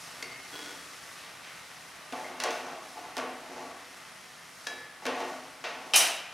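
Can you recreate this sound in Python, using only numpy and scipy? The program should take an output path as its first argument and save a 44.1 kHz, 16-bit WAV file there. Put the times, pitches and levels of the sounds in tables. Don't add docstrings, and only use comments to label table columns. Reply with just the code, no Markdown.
import sys
import numpy as np
from scipy import signal
from scipy.fft import rfft, irfft, next_fast_len
from scipy.io import wavfile
from scipy.ndimage import map_coordinates

SR = 44100
rng = np.random.default_rng(int(sys.argv[2]) if len(sys.argv) > 2 else 0)


def file_out(sig):
    cols = np.atleast_2d(sig).T
    lim = np.clip(cols, -1, 1)
    pcm = np.round(lim * 32767).astype(np.int16)
    wavfile.write(sys.argv[1], SR, pcm)


N = 279549
TIME, AGE = np.arange(N) / SR, np.arange(SR) / SR
TOP_HZ = 15900


# (time [s], ring level [dB], contact cut-off [Hz], tick re ring [dB], shank level [dB])
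HANDLE_IMPACTS = [(5.936, -24, 4160, -17, -25), (5.942, -31.5, 4730, 4, -29), (5.952, -44, 4000, 6, -30),
                  (5.958, -26, 14100, 6.5, -46), (5.961, -25.5, 12100, 8, -67), (5.971, -28, 13100, 6, -46),
                  (5.999, -30, 2480, -5, -31)]
# (frequency [Hz], level [dB])
RIM_SPECTRUM = [(20, -77), (70, -39), (200, -16.5), (400, -8.5), (650, -2), (1500, -4), (2600, -1),
                (3500, -4.5), (5500, -2.5), (7000, -7), (10300, -8), (12500, -4), (16000, -21)]
# (frequency [Hz], width [Hz], boost [dB])
RIM_RESONANCES = [(723, 210, 6.8), (2900, 310, 5.3), (3870, 160, 6.6), (5130, 180, 7), (5800, 310, 8.5),
                  (6460, 190, 9.5), (7180, 220, 7.4), (7690, 200, 11.3), (8400, 310, 10), (9050, 250, 12),
                  (9850, 450, 11), (10400, 220, 13)]
# (frequency [Hz], level [dB], T60 [s])
RIM_PARTIALS = [(634, -3, .7), (2918, -1, .65), (3058, 3, .5), (3866, -1, .4), (4790, -2, .42),
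                (5158, -2, .36), (5724, 1, .35), (6443, -1, .42), (8966, 1, .32), (9838, -1, .3),
                (10170, 0, .33)]
# (frequency [Hz], level [dB], T60 [s])
SHANK_PARTIALS = [(2434, -9, .3), (2605, -9, .15), (2712, -8, .25), (2760, -9, .1), (2870, -5, .06),
                  (2918, -4, .14), (2955, -4, .08), (3058, 0, .13), (3200, -7, .04)]

def handle_clatter(rim_db=-15.0):
    crash, clang = np.zeros(N), np.zeros(N)
    rim = body(RIM_SPECTRUM, RIM_RESONANCES, tilt_db=2.5)
    for s, db, cut_hz, tick_db, shank_db in HANDLE_IMPACTS:
        gain = lambda hz: rim(hz) - 10 * np.log10(1 + (hz / cut_hz) ** 4)
        add(crash, s, amp(db) * impact(gain, gain, tick_db, tick_t60=0.032))
        add(clang, s, amp(shank_db) * partials(SHANK_PARTIALS))
        hardness = cut_hz / TOP_HZ
        add(clang, s, hardness * amp(db + rim_db) * partials(RIM_PARTIALS))
    return crash + in_kitchen(clang, wet_db=-5.5)


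# (time [s], ring level [dB], ring tilt [dB/octave], tick re ring [dB],
# hollow tone level [dB], most strongly driven frequency [Hz])
BOWL_IMPACTS = [(.226, -48.5, 4.5, 12, -52, 380), (2.124, -39.5, -1.5, -1, -42.5, 308),
                (2.135, -47.5, -3, -13, -40, 860), (2.401, -36.5, 5.5, 4.5, -48, 520),
                (2.437, -34.5, 1.5, 7.5, -39, 506), (2.451, -34.5, -2, -17, -34, 700),
                (2.506, -44.5, 12.5, 7, -49, 1130), (3.168, -35, -1, 1.5, -45.5, 282),
                (3.18, -39, -2.5, 4.5, -37, 1190), (3.260, -46, -8, -16, -42, 675),
                (4.67, -44.5, -0.5, 12.5, -48, 450), (5.054, -34, -1, -2.5, -41.5, 270),
                (5.065, -35.5, 1.5, 1.5, -36, 480), (5.203, -38.5, -1.5, -8, -45, 1070),
                (5.640, -35, 4.5, -17, -48, 610), (6.325, -45.5, 4, -7, -53, 480)]
# (frequency [Hz], level [dB])
BOWL_SPECTRUM = [(20, -75), (60, -43), (200, -20.5), (260, -7.5), (400, -8.5), (600, -3), (1100, -8),
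                 (1500, -7), (2500, -8), (3600, -15), (6300, -24), (7500, -35), (11000, -46), (16000, -59)]
# (frequency [Hz], width [Hz], boost [dB])
BOWL_RESONANCES = [(255, 20, 9), (360, 30, 6), (470, 40, 11), (521, 18, 6), (620, 40, 8), (700, 26, 8),
                   (750, 30, 9), (875, 50, 7), (1044, 30, 8), (1136, 70, 8), (1470, 35, 8), (1870, 40, 6),
                   (2730, 60, 5)]
# (frequency [Hz], level [dB], T60 [s])
BOWL_PARTIALS = [(254, -1, .9), (272, -3, .4), (362, -5, .6), (453, -3, .35), (479, -4, .45), (521, -6, .4),
                 (608, -3, .35), (701, 1, .45), (752, -3, .55), (868, -3, .45), (1044, -6, .5),
                 (1128, -4, .3), (1174, -6, .3), (1384, -5, .2)]
# (frequency [Hz], level [dB])
SHIMMER_SPECTRUM = [(1500, -20), (4000, 3), (6000, 8.5), (7500, -1), (10000, -1.5), (12000, -11),
                    (16000, -30)]

def ladle_knocks(bloom_s=0.0034, shimmer_re_tick_db=-16, oil_damping_db_per_s=60):
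    out = np.zeros(N)
    tick_gain = body(BOWL_SPECTRUM, BOWL_RESONANCES, tilt_db=11.5)
    for s, db, tilt_db, tick_db, tone_db, drive_hz in BOWL_IMPACTS:
        ring = impact(body(BOWL_SPECTRUM, BOWL_RESONANCES, tilt_db), tick_gain, tick_db, tick_t60=0.02)
        tones = partials(BOWL_PARTIALS, drive_hz, db_per_octave=18.5) * (1 - np.exp(-AGE / bloom_s))
        shimmer = shaped(diffuse_tail() * amp(-oil_damping_db_per_s * AGE), SHIMMER_SPECTRUM)
        shimmer *= amp(db + tick_db + shimmer_re_tick_db) / np.std(shimmer[:SR // 30])
        add(out, s, amp(db) * ring + amp(tone_db) * tones + shimmer)
    return out


# (time [s], duration [s], scrape level [dB], low ringing level [dB])
BOWL_DRAGS = [(0.064, 0.077, -59, -60), (0.625, 0.1, -56.5, -56), (2.174, 0.19, -44.5, -49),
              (2.506, 0.21, -38, -52), (2.938, 0.15, -45, -69), (3.38, 0.05, -48.5, -64),
              (3.489, 0.11, -40, -45.5), (5.019, .02, -41, -55), (5.102, 0.062, -39.5, -54),
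              (5.197, 0.038, -41, -43.5), (5.718, 0.081, -43, -58), (5.846, 0.06, -45.5, -61)]
# (frequency [Hz], level [dB])
SLIP_SPECTRUM = [(20, -44), (60, -26), (200, -18), (270, -5), (400, -11.5), (750, -0.5), (1100, -6.5),
                 (1500, -11), (2500, -13.5), (4000, -18), (6300, -18), (8000, -32), (16000, -41)]
# (time [s], duration [s], level [dB])
SCOOP_RUBS = [(.52, 0.2, -44)]
# (frequency [Hz], level [dB])
SCOOP_SPECTRUM = [(20, -64), (150, -35), (280, 2.5), (600, -1), (1400, 0), (3500, -2.5), (6500, -7),
                  (12000, -20)]
# (frequency [Hz], width [Hz], boost [dB])
SCOOP_RESONANCES = [(288, 35, 10), (385, 30, 5), (458, 26, 15), (690, 60, 8), (1460, 60, 13), (1710, 45, 8),
                    (2150, 60, 6), (2713, 45, 10), (3330, 80, 16)]

def ladle_scrapes():
    motion = dict(rise_s=0.0097, sag_db_per_s=22.4, release_db_per_s=73)
    slips = unit(grains(rate=900, spread_db=3.5) * amp(2.9 * wobble(35)))
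    drag = unit(filtered(slips, body(SLIP_SPECTRUM, BOWL_RESONANCES)))
    drag *= strokes([(s, length, db) for s, length, db, _ in BOWL_DRAGS], **motion)
    bowl_tones = partials(BOWL_PARTIALS, drive_hz=340, db_per_octave=10.5)
    drone = unit(signal.fftconvolve(slips, bowl_tones)[:N])
    drone *= strokes([(s, length, db) for s, length, _, db in BOWL_DRAGS], **motion)
    rub = unit(filtered(grains(rate=450, spread_db=2.5), body(SCOOP_SPECTRUM, SCOOP_RESONANCES)))
    rub *= strokes(SCOOP_RUBS, rise_s=0.021, sag_db_per_s=7, release_db_per_s=150)
    return in_kitchen(rub, wet_db=-7) + drone + in_kitchen(drag, wet_db=5)


# (time [s], level [dB], most strongly driven frequency [Hz],
# fall away from it [dB/octave], load [1 full, 0 empty])
SCOOP_TOUCHES = [(.226, -38.5, 2100, 1.5, 1), (.317, -46, 2100, 2, 1), (2.244, -43.5, 2100, 20, 1),
                 (4.667, -37, 1720, 1, 0)]
# (frequency [Hz], level [dB], T60 [s])
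EMPTY_PARTIALS = [(1647, -3, .3), (1700, 2, .05), (1723, 1, .48), (2304, -4.5, .62), (2713, -13, .6),
                  (3262, -6, .3), (3321, -8, .42), (3876, -1, .27), (4826, -5, .33), (5396, -7, .17),
                  (5785, -1, .16)]
# (frequency [Hz], level [dB], T60 [s])
FULL_PARTIALS = [(272, -12, .6), (385, -9.5, .5), (462, -15, .5), (665, -11, .45), (2040, 1, .04),
                 (2110, 2, .08), (2160, -4.5, .3), (2719, -12, .3), (4520, -5, .06), (4572, -2, .1),
                 (5292, -8, .08)]

def scoop_clinks():
    out = np.zeros(N)
    for s, db, drive_hz, db_per_octave, full in SCOOP_TOUCHES:
        modes = FULL_PARTIALS if full else EMPTY_PARTIALS
        add(out, s, amp(db) * partials(modes, drive_hz, db_per_octave))
    return in_kitchen(out, wet_db=-4)


# (time [s], duration [s], level [dB])
FOOD_LANDINGS = [(1.16, 0.11, -52), (1.43, 0.032, -47.5)]
# (frequency [Hz], level [dB])
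PAPER_SPECTRUM = [(20, -53), (130, -14), (300, -11), (1200, -3), (2200, 3), (3800, -2), (6000, -8),
                  (15000, -32)]

def food_on_paper():
    rustle = unit(shaped(grains(rate=650, spread_db=-1.5), PAPER_SPECTRUM))
    rustle *= strokes(FOOD_LANDINGS, rise_s=0.014, sag_db_per_s=10, release_db_per_s=81)
    return in_kitchen(rustle, wet_db=-1)


# (frequency [Hz], level [dB])
SIZZLE_AND_RUMBLE = [(15, -60), (25, -30), (66, -18.5), (100, -15), (130, -8.5), (185, -8.5), (223, -9.5),
                     (363, -11), (754, -6), (863, -5.5), (1190, -4), (1700, -5.5), (1940, -3.5),
                     (2350, -7.5), (7310, -20.5), (11000, -20.5), (16000, -40)]
# (frequency [Hz], level [dB])
FIZZ_SPECTRUM = [(1500, -18.5), (3500, -1.5), (6000, 1.5), (7500, -4), (10200, -4.5), (11800, -10.5),
                 (13300, -12), (16000, -31)]

def oil_and_rumble(calming_db_per_s=0.61, wet_food_db=6, lift_s=0.62, settle_s=0.44):
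    bed = in_kitchen(grains(rate=5000, spread_db=2.5), wet_db=-5.5)
    bed = unit(shaped(bed, SIZZLE_AND_RUMBLE)) * amp(-47.5 - calming_db_per_s * TIME)
    fizz = in_kitchen(grains(rate=3300, spread_db=0.5), wet_db=-5.5)
    wetness = np.exp(-np.maximum(TIME - lift_s, 0) / settle_s)
    fizz_db = -57.5 + wet_food_db * wetness + 2.4 * wobble(5.85)
    return bed + unit(shaped(fizz, FIZZ_SPECTRUM)) * amp(fizz_db)


# (frequency [Hz], T60 [s])
DECAY_TIMES = [(250, 1), (600, 0.68), (1400, 0.9), (3000, 0.76), (5500, 0.54), (10000, 0.42), (15000, 0.42)]

def diffuse_tail():
    hz, t, spectrum = signal.stft(rng.standard_normal(SR), SR, nperseg=256)
    decay = amp(-60 * t / along(DECAY_TIMES, hz)[:, None])
    return signal.istft(spectrum * decay, SR, nperseg=256)[1][:SR]


def in_kitchen(x, wet_db):
    echo = diffuse_tail()
    wet = signal.fftconvolve(x, echo / np.linalg.norm(echo))[:len(x)]
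    return (x + amp(wet_db) * wet) / np.hypot(1, amp(wet_db))


def impact(ring_gain, tick_gain, tick_db, tick_t60):
    ring = filtered(diffuse_tail(), ring_gain)
    ring /= np.std(ring[:SR // 30])
    burst = rng.standard_normal(SR // 10) * amp(-60 * AGE[:SR // 10] / tick_t60)
    tick = filtered(burst, tick_gain)
    add(ring, 0, amp(tick_db) * tick / np.std(tick[:SR // 300]))
    return ring


def partials(modes, drive_hz=1000, db_per_octave=0):
    ring = np.zeros(SR)
    for hz, db, t60 in modes:
        sign = rng.choice([-1, 1])
        start_db = db - db_per_octave * abs(np.log2(hz / drive_hz)) + rng.normal()
        ring += sign * amp(start_db - 60 * AGE / t60) * np.cos(2 * np.pi * hz * AGE)
    return ring / np.std(ring[:SR // 50])


def body(outline, resonances, tilt_db=0):
    def gain_db(hz):
        peaks = sum(db / (1 + (2 * (hz - centre) / width) ** 2) for centre, width, db in resonances)
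        return along(outline, hz) + peaks + tilt_db * np.log2(1 + hz / 700)
    return gain_db


def strokes(rows, rise_s, sag_db_per_s, release_db_per_s):
    power = np.zeros(N)
    for s, length, db in rows:
        t = np.maximum(TIME - s, 0)
        fall_db = sag_db_per_s * np.minimum(t, length) + release_db_per_s * np.maximum(t - length, 0)
        power += (np.minimum(t / rise_s, 1) * amp(db - fall_db)) ** 2
    return np.sqrt(power)


def grains(rate, spread_db):
    sizes = amp(spread_db * np.minimum(rng.standard_exponential(N), 5))
    return unit((rng.random(N) < rate / SR) * sizes * rng.choice([-1, 1], N))


def wobble(rate):
    return map_coordinates(rng.standard_normal(int(N * rate / SR) + 4), [TIME * rate])


def filtered(x, gain_db):
    m = 2 * next_fast_len(x.shape[-1] // 2 + 4096)
    cepstrum = irfft(np.log(amp(gain_db(np.fft.rfftfreq(m, 1 / SR)))), m)
    cepstrum[1:m // 2] *= 2
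    cepstrum[m // 2 + 1:] = 0
    return irfft(rfft(x, m) * np.exp(rfft(cepstrum)), m)[..., :x.shape[-1]]


def shaped(x, spectrum):
    return filtered(x, lambda hz: along(spectrum, hz))


def along(points, hz):
    freqs, values = np.transpose(points)
    return np.interp(np.log(hz + 1), np.log(freqs + 1), values)


def amp(db):
    return 10 ** (np.asarray(db) / 20)


def unit(x):
    return x / np.sqrt(np.mean(x ** 2) + 1e-20)


def add(track, s, sound):
    part = track[round(s * SR):][:len(sound)]
    part += sound[:len(part)]


def stereo(mid, side, width):
    side = shaped(side, width)
    return np.array([mid + side, mid - side])


# (frequency [Hz], side re mid [dB])
STEEL_WIDTH = [(300, -48), (2500, -30), (4500, -17), (6500, -14), (9000, 0.5), (10500, -9), (12500, -8),
               (15000, -9)]
# (frequency [Hz], side re mid [dB])
BACKGROUND_WIDTH = [(100, -21.5), (400, -5.5), (1400, -12.5), (3100, -12.5), (7000, -9.5), (15000, -4.5)]

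def scene():
    ladle = lambda: ladle_knocks() + handle_clatter() + scoop_clinks() + ladle_scrapes()
    foreground = stereo(ladle() + food_on_paper(), ladle(), STEEL_WIDTH)
    background = stereo(oil_and_rumble(), oil_and_rumble(), BACKGROUND_WIDTH)
    balance_db = [[.25], [-.25]]
    return (foreground + background) * amp(balance_db)


def record(dry):
    rounded = dry / (1 + (dry / .8) ** 6) ** (1 / 6)
    m = next_fast_len(N + SR // 2)
    passband = np.fft.rfftfreq(m, 1 / SR) < TOP_HZ
    return irfft(rfft(rounded, m) * passband, m)[:, :N]


dry = scene()
out = record(dry)
file_out(out)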